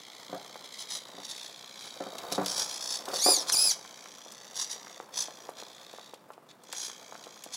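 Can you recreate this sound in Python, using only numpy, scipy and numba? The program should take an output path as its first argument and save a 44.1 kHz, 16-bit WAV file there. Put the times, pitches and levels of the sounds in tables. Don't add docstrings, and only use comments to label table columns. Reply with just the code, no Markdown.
import sys
import numpy as np
from scipy import signal
from scipy.fft import rfft, irfft
from scipy.io import wavfile
from scipy.ndimage import uniform_filter1d, map_coordinates
from numba import njit

SR = 44100
rng = np.random.default_rng(int(sys.argv[2]) if len(sys.argv) > 2 else 0)


def output_pcm(signal):
    pcm = np.clip(np.atleast_2d(signal).T, -1, 1) * 32767
    wavfile.write(sys.argv[1], SR, np.round(pcm).astype(np.int16))


N = 333396
TIME = np.arange(N) / SR
KICK_HZ = 60.9

# pitch_hz, gain_db
RUNNING_TONE = [(250, -20), (900, -4.5), (2300, -8.5), (2850, -12), (3300, -2), (6200, 3), (8800, -6),
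                (10200, 1.5), (11400, -11.5), (15500, -20)]
# pitch_hz, width_hz, boost_db
CASE_RINGS = [(3460, 1000, 5.5), (4530, 58, 9.5), (5020, 330, 5), (5786, 220, 6.5), (6670, 110, 6.5),
              (7740, 150, 4)]


def from_db(db):
    return 10 ** (np.asarray(db) / 20)


def unit_power(x):
    return x / np.sqrt(np.mean(x ** 2) + 1e-20)


def curves(rows):
    times, *columns = np.transpose(rows)
    return [np.interp(TIME, times, column) for column in columns]


def gain_at(tone, hz):
    pitches, db = np.transpose(tone)
    return from_db(np.interp(np.log(hz + 1), np.log(pitches), db))


def band(x, low_hz, high_hz, order=2):
    edges = [low_hz, min(high_hz, .48 * SR)]
    return signal.sosfilt(signal.butter(order, edges, "band", fs=SR, output="sos"), x)


def drift(rate_hz):
    points = rng.standard_normal(N // 8)
    return map_coordinates(points, [TIME * rate_hz], order=2, mode="wrap")


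def colour(x, tone, rings=()):
    size = 2048
    hz = np.arange(size // 2 + 1) * SR / size
    peaks_db = sum(db / (1 + (2 * (hz - pitch) / width) ** 2) for pitch, width, db in rings)
    cepstrum = irfft(np.log(gain_at(tone, hz) * from_db(peaks_db)))
    cepstrum[1:size // 2] *= 2
    cepstrum[size // 2 + 1:] = 0
    return signal.oaconvolve(x, irfft(np.exp(rfft(cepstrum))))[:N]


def grains(spread_db):
    return unit_power(rng.standard_normal(N) * from_db(spread_db * drift(3000)))


def fade(t60, size=8000):
    return from_db(-60 * TIME[:size] / t60)


def hump(offset, width):
    return np.exp(-(offset / width) ** 2)


def add(out, start_s, peak_db, sound):
    at = max(round(start_s * SR), 0)
    out[at:at + len(sound)] += (from_db(peak_db) * sound / np.abs(sound).max())[:N - at]


def even_out(x):
    power = uniform_filter1d(band(x, 3000, 8000) ** 2, size=round(2 * SR / KICK_HZ))
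    return x / np.sqrt(power + 1e-12)


@njit
def gliding_ring(x, hz, width_hz):
    out, r = np.zeros(len(x)), np.exp(-np.pi * width_hz / SR)
    for i in range(2, len(x)):
        push = (1 - r * r) / 2 * (x[i] - x[i - 2])
        out[i] = push + 2 * r * np.cos(2 * np.pi * hz[i] / SR) * out[i - 1] - r * r * out[i - 2]
    return out


def workshop_hum():
    # pitch_hz, gain_db
    hum_tone = [(30, -69), (70, -28), (130, 1.5), (220, 6), (550, -0.5), (1200, -6.5), (2000, -9.5),
                (3500, -16.5), (15000, -25.5)]
    return from_db(-63) * unit_power(colour(rng.standard_normal(N), hum_tone))


def workshop_echo(x):
    tail = fade(t60=0.3, size=20000) * (TIME[:20000] > .004)
    echo = band(tail * rng.standard_normal(len(tail)), low_hz=116, high_hz=6000, order=1)
    return signal.oaconvolve(x, echo / np.sqrt(np.sum(echo ** 2)))[:N]


def rubbing():
    # middle_s, half_length_s, level_db
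    strokes = [(0.36, 0.22, -59), (0.96, 0.45, -64), (2.39, 0.18, -46.5), (2.76, 0.9, -52.5),
               (3.143, 0.053, -41.5), (3.51, 0.22, -48.5), (5.174, 0.84, -59), (7.146, 0.27, -62)]
    # pitch_hz, gain_db
    rub_tone = [(50, -35.5), (120, -11.5), (300, -7), (550, 0.5), (1150, -3), (2200, -19.5), (4000, -26)]
    slips = grains(spread_db=3) * from_db(3.2 * drift(120))
    sliding = sum(from_db(db) * hump(TIME - middle_s, half_s) for middle_s, half_s, db in strokes)
    return (from_db(-60.5) + sliding) * unit_power(colour(slips, rub_tone))


def squeak():
    # time_s, pitch_hz, level_db
    path = [(.345, 560, -66), (.355, 600, -39), (.372, 712, -42), (.385, 815, -49), (.41, 816, -59)]
    hz, db = curves(path)
    phase = 2 * np.pi * np.cumsum(hz * (1 + 0.042 * drift(208.3))) / SR
    touching = (TIME > path[0][0]) & (TIME < path[-1][0])
    return from_db(db) * touching * (np.sin(phase) + 0.19 * np.sin(2 * phase))


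def taps():
    # start_s, level_db, pitch_hz
    touches = [(0.557, -30.5, 725), (3.499, -20.5, 1210), (3.85, -34.5, 1030), (4.059, -33, 1140),
               (4.262, -37, 560), (4.87, -34, 1150), (5.001, -27.5, 655), (5.284, -32, 530),
               (5.491, -25.5, 590), (5.625, -33, 605), (5.938, -36, 490), (5.985, -33.5, 620),
               (6.136, -32, 555), (6.304, -30.5, 670), (6.379, -36.5, 509), (6.693, -38, 473),
               (6.732, -28, 860), (6.898, -34.5, 770), (7.124, -31, 650), (7.153, -31.5, 1000),
               (7.269, -33, 514), (7.463, -33.5, 475)]
    out = np.zeros(N)
    for start_s, db, pitch_hz in touches:
        shiver = .13 * fade(t60=.05) * rng.standard_normal(8000)
        add(out, start_s, db + .5, band(fade(t60=0.00062) + shiver, .65 * pitch_hz, 1.8 * pitch_hz))
    return out


def bumps():
    # start_s, level_db, pitch_hz, bass_db (compared with the whole knock)
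    knocks = [(0.295, -41, 223, -14), (0.328, -28.5, 556, -18.5), (0.349, -42, 660, -18),
              (1.144, -42.5, 252, -19.5), (1.18, -37, 1010, -17), (2.003, -26, 700, -20.5),
              (2.064, -32.5, 544, -21.5), (2.318, -28.5, 651, -16), (2.38, -19.5, 760, -17),
              (2.414, -26, 640, -16.5), (3.082, -29.5, 815, -40.5), (3.134, -33.5, 600, -46),
              (3.261, -15.5, 724, -56.5), (3.285, -18, 646, -46.5), (3.373, -34, 538, -36)]
    # pitch_hz, level_db, fade_s (to drop 60 dB)
    foam_notes = [(129, -7.5, 0.25), (189, -5, 0.32), (288.8, -1.5, 0.12), (380, -2, 0.11),
                  (409, 0.5, 0.082), (528, -0.5, 0.16), (596, -3, 0.1), (731, 2.5, 0.07), (985, -16, 0.024),
                  (1164, -7, 0.016)]
    out = np.zeros(N)
    for start_s, db, pitch_hz, bass_db in knocks:
        thud = 0
        for hz, note_db, fade_s in foam_notes:
            bass_lift_db = (hz < 260) * 0.95 * (bass_db + 19)
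            spot_db = -2 * abs(np.log2(hz / pitch_hz)) + bass_lift_db + rng.normal(0, 0.88)
            decay = fade(fade_s) + 0.59 * fade(t60=0.025)
            swing = rng.choice([-1, 1]) * from_db(note_db + spot_db) * decay
            thud = thud + swing * np.sin(2 * np.pi * hz * rng.normal(1, 0.013) * TIME[:len(decay)])
        crunch = band(rng.standard_normal(len(thud)) * fade(t60=0.18), low_hz=448, high_hz=1260)
        low_hz = np.interp(bass_db, [-35, -12], [270, 110])
        add(out, start_s, db + 2, band(thud + 3.6 * crunch, low_hz, high_hz=1990, order=3))
    return out


def clicks():
    # start_s, peak_db, pitch_hz
    snaps = [(1.116, -44, 4440), (2.1826, -28, 4200), (2.3233, -19.5, 4940), (2.4602, -17, 4600),
             (3.055, -31, 4660), (3.085, -29.5, 5140), (4.32, -33.5, 5890), (5.4936, -40.5, 8050),
             (6.1395, -38.5, 3530), (6.319, -51, 7240), (6.334, -45.5, 3180), (6.6357, -42.5, 6250),
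             (6.7267, -22.5, 4800), (7.239, -36.5, 3250), (7.438, -31, 6400)]
    out = np.zeros(N)
    for start_s, db, pitch_hz in snaps:
        decay = fade(t60=0.039) + 0.18 * fade(t60=0.073)
        snap = band(decay * rng.standard_normal(len(decay)), .6 * pitch_hz, 1.6 * pitch_hz, order=1)
        add(out, start_s, db, band(snap, low_hz=1800, high_hz=13500))
    return out


def palm_echo(x):
    delay_s = 0.001157 + .0001 * drift(1.281)
    return x + .45 * np.interp(TIME - delay_s, TIME, x)


def shifting_ring(x):
    # start_s, length_s, pitch_hz
    high_spans = [(2.46, 0.69, 5300), (3.703, 1.4, 6000), (5.122, 0.34, 6000), (6.647, 1.13, 6400)]
    low_ring_hz, shift_s = 3850.0, 0.072
    rise_hz = sum((hz - low_ring_hz) * ((TIME > start_s) & (TIME < start_s + length_s))
                  for start_s, length_s, hz in high_spans)
    ring_hz = low_ring_hz + uniform_filter1d(rise_hz, size=round(shift_s * SR))
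    return x + gliding_ring(x, ring_hz, 480.0)


def swell(start_s, length_s, ramp_s):
    early_s = np.maximum(start_s - TIME, 0)
    late_s = np.maximum(TIME - start_s - length_s, 0)
    return from_db(-np.minimum(27.5 * (early_s + late_s / 1.63) / ramp_s, 200))


def motor_motion():
    # start_s, length_s, level_db
    holds = [(0, 1.084, -49), (1.165, 1.85, -47.5), (3.79, 1.183, -49), (5.242, 0.21, -50.5),
             (5.649, 0.419, -51), (6.69, 0.79, -51.5)]
    # start_s, length_s, level_db, ramp_s, share (0-1) of turning between kicks
    nudges = [(0.649, 0.0077, -44, .03, 0.6), (.735, 0.009, -42.5, 0.044, 0.5),
              (0.795, 0.026, -37.5, 0.04, 0.4), (0.906, .062, -34, 0.042, .4),
              (1.246, .008, -38, 0.031, 0.1), (1.3, 0.016, -36, .04, 0.5), (1.358, .11, -43, .04, 0),
              (1.799, 0.096, -45, 0.097, 1), (2.318, 0.043, -35, 0.021, 1),
              (2.485, 0.039, -31, 0.079, 0.13), (2.579, 0.041, -27, 0.068, 0.4),
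              (2.69, 0.084, -36.5, .04, 0), (2.814, 0.08, -34.5, 0.044, 0),
              (2.908, 0.046, -30.5, 0.06, 0.2), (3.155, 0.01, -28.5, 0.076, 1), (3.489, 0.011, -26, .03, 1),
              (3.703, 0.013, -23.5, 0.03, 0.9), (4.558, 0.02, -34, 0.014, 1),
              (4.598, 0.029, -29, .045, 0.7), (4.711, 0.014, -32.5, 0.043, 0.35),
              (5.137, 0.015, -41.5, 0.018, 0.25), (5.176, .043, -28, 0.047, 0.25),
              (5.59, 0.015, -42.5, 0.073, .1), (6.499, 0.008, -48, 0.022, 1),
              (6.774, 0.083, -35, 0.093, .2), (7.537, 0.013, -34.5, 0.033, 0.7)]
    # time_s, pitch_hz
    sweep_out = [(3.195, 1800), (3.21, 1950), (3.24, 2290), (3.26, 2385), (3.302, 2475), (3.332, 2385),
                 (3.36, 2205), (3.40, 1830), (3.425, 1700)]
    sweep_back = [(3.526, 3200), (3.536, 2650), (3.56, 2310), (3.58, 2470), (3.62, 2545), (3.66, 2545),
                  (3.684, 2420), (3.702, 2290), (3.714, 1950)]
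    power = sum((from_db(db) * swell(start_s, length_s, ramp_s=0.13)) ** 2
                for start_s, length_s, db in holds)
    turning = whining = 0
    for start_s, length_s, db, ramp_s, share in nudges:
        nudge = (from_db(db) * swell(start_s, length_s, ramp_s)) ** 2
        power, turning = power + nudge, turning + share * nudge
    tooth_hz, = curves(sweep_out + sweep_back)
    full_speed_hz = 2503
    octaves = np.minimum(np.log2(tooth_hz / full_speed_hz), 0)
    for path, db in ((sweep_out, -18.5), (sweep_back, -21.5)):
        sweeping = swell(path[0][0], path[-1][0] - path[0][0], ramp_s=0.017)
        sweep = (sweeping * from_db(db + 25.5 * octaves)) ** 2
        power, turning = power + sweep, turning + sweep
        whining = whining + sweeping ** 2
    whine_gain = whining * from_db(14 + 19.5 * octaves)
    return 10 * np.log10(power), np.clip(turning / power, 0, 1), tooth_hz, whine_gain


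def gear_whine(tooth_hz):
    # multiple of the tooth pitch, level_db
    harmonics = [(1, -4.5), (2, 0.5), (3, 3), (4, -2.5), (5, -11.5), (6, -7.5)]
    # pitch_hz, gain_db
    whine_tone = [(2500, -15.5), (4000, -2.5), (4900, 2.5), (6400, 2), (7400, -12.5), (8500, -7.5),
                  (10000, 3.5), (11500, -2.5), (15000, -10)]
    teeth = 9
    phase = 2 * np.pi * np.cumsum(tooth_hz * (1 + 0.00476 * drift(200))) / SR
    shaft = phase / teeth
    wobble = 0.117 * np.sin(shaft) + 0.12 * np.sin(2 * shaft + 1)
    slack = .16 * drift(900)
    tones = 0
    for multiple, db in harmonics:
        gain = from_db(db + 3.1 * drift(300)) * gain_at(whine_tone, multiple * tooth_hz)
        tones = tones + gain * np.sin(multiple * (phase + wobble + slack))
    tones = even_out(tones * (1 + .25 * np.sin(shaft)))
    wear = rng.standard_normal(size=120)
    scuffs = map_coordinates(wear, [shaft / (2 * np.pi) * len(wear)], order=2, mode="grid-wrap")
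    scuffs = even_out(band(colour(scuffs, RUNNING_TONE, CASE_RINGS), 3000, 12000))
    return even_out(tones + .25 * scuffs)


def gear_rattle(effort):
    cycles = TIME * KICK_HZ + .32 + .04 * drift(30)
    kick_number, offset = np.floor(cycles).astype(int), cycles % 1 - .5
    unevenness = rng.standard_normal(kick_number.max() + 2)[kick_number]
    strength = from_db((-0.6 + 0.64 * effort) * unevenness)
    between_kicks = 0.35
    bursts = strength * hump(offset, width=0.14 + 0.13 * effort) + between_kicks
    hunting = (TIME > 4.06) & (TIME < 4.55)
    bursts = bursts + 1.7 * hunting * (kick_number % 2 == 1) * hump(offset + .37, width=.08)
    same_teeth = grains(spread_db=2)[((offset + .5) * SR / KICK_HZ).astype(int)]
    fresh = grains(spread_db=3) * from_db(1.5 * drift(600))
    return unit_power(bursts * ((.4 + .9 * hunting) * same_teeth + fresh))


def servo():
    # pitch_hz, gain_db
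    buzz_tone = [(200, -35), (600, -22), (2250, 3.5), (2850, -9.5), (3200, 1), (5000, -2), (7200, -2),
                 (8600, -10.5), (9900, -8.5), (11300, -11.5), (15500, -21)]
    level_db, turning, tooth_hz, whine_gain = motor_motion()
    effort = np.clip((level_db + 49) / 16, 0, 1)
    rattle = gear_rattle(effort)
    whirr = unit_power(grains(spread_db=-3.5) * from_db(3.5 * drift(400)))
    contacts = np.sqrt(1 - turning) * rattle + np.sqrt(turning) * whirr
    soft = even_out(colour(contacts, buzz_tone, CASE_RINGS))
    hard = even_out(colour(contacts, RUNNING_TONE, CASE_RINGS))
    gears = even_out(palm_echo(shifting_ring((1 - effort) * soft + effort * hard)))
    blend = (gears + whine_gain * gear_whine(tooth_hz)) / np.sqrt(1 + whine_gain ** 2)
    return from_db(level_db - 3.5) * blend


def scene():
    plastic = servo() + clicks()
    hands = bumps() + taps() + rubbing() + squeak()
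    hum = workshop_hum()
    echo = workshop_echo(from_db(-17) * plastic + from_db(-14.5) * hands)
    return (plastic + hands + echo + hum)[None]


def record(dry):
    thin = signal.sosfilt(signal.butter(2, 70, "high", fs=SR, output="sos"), dry)
    treble_cut = signal.firwin(301, 15900, fs=SR, window="blackman")
    return signal.oaconvolve(thin, treble_cut[None], mode="same")


dry = scene()
out = record(dry)
output_pcm(out)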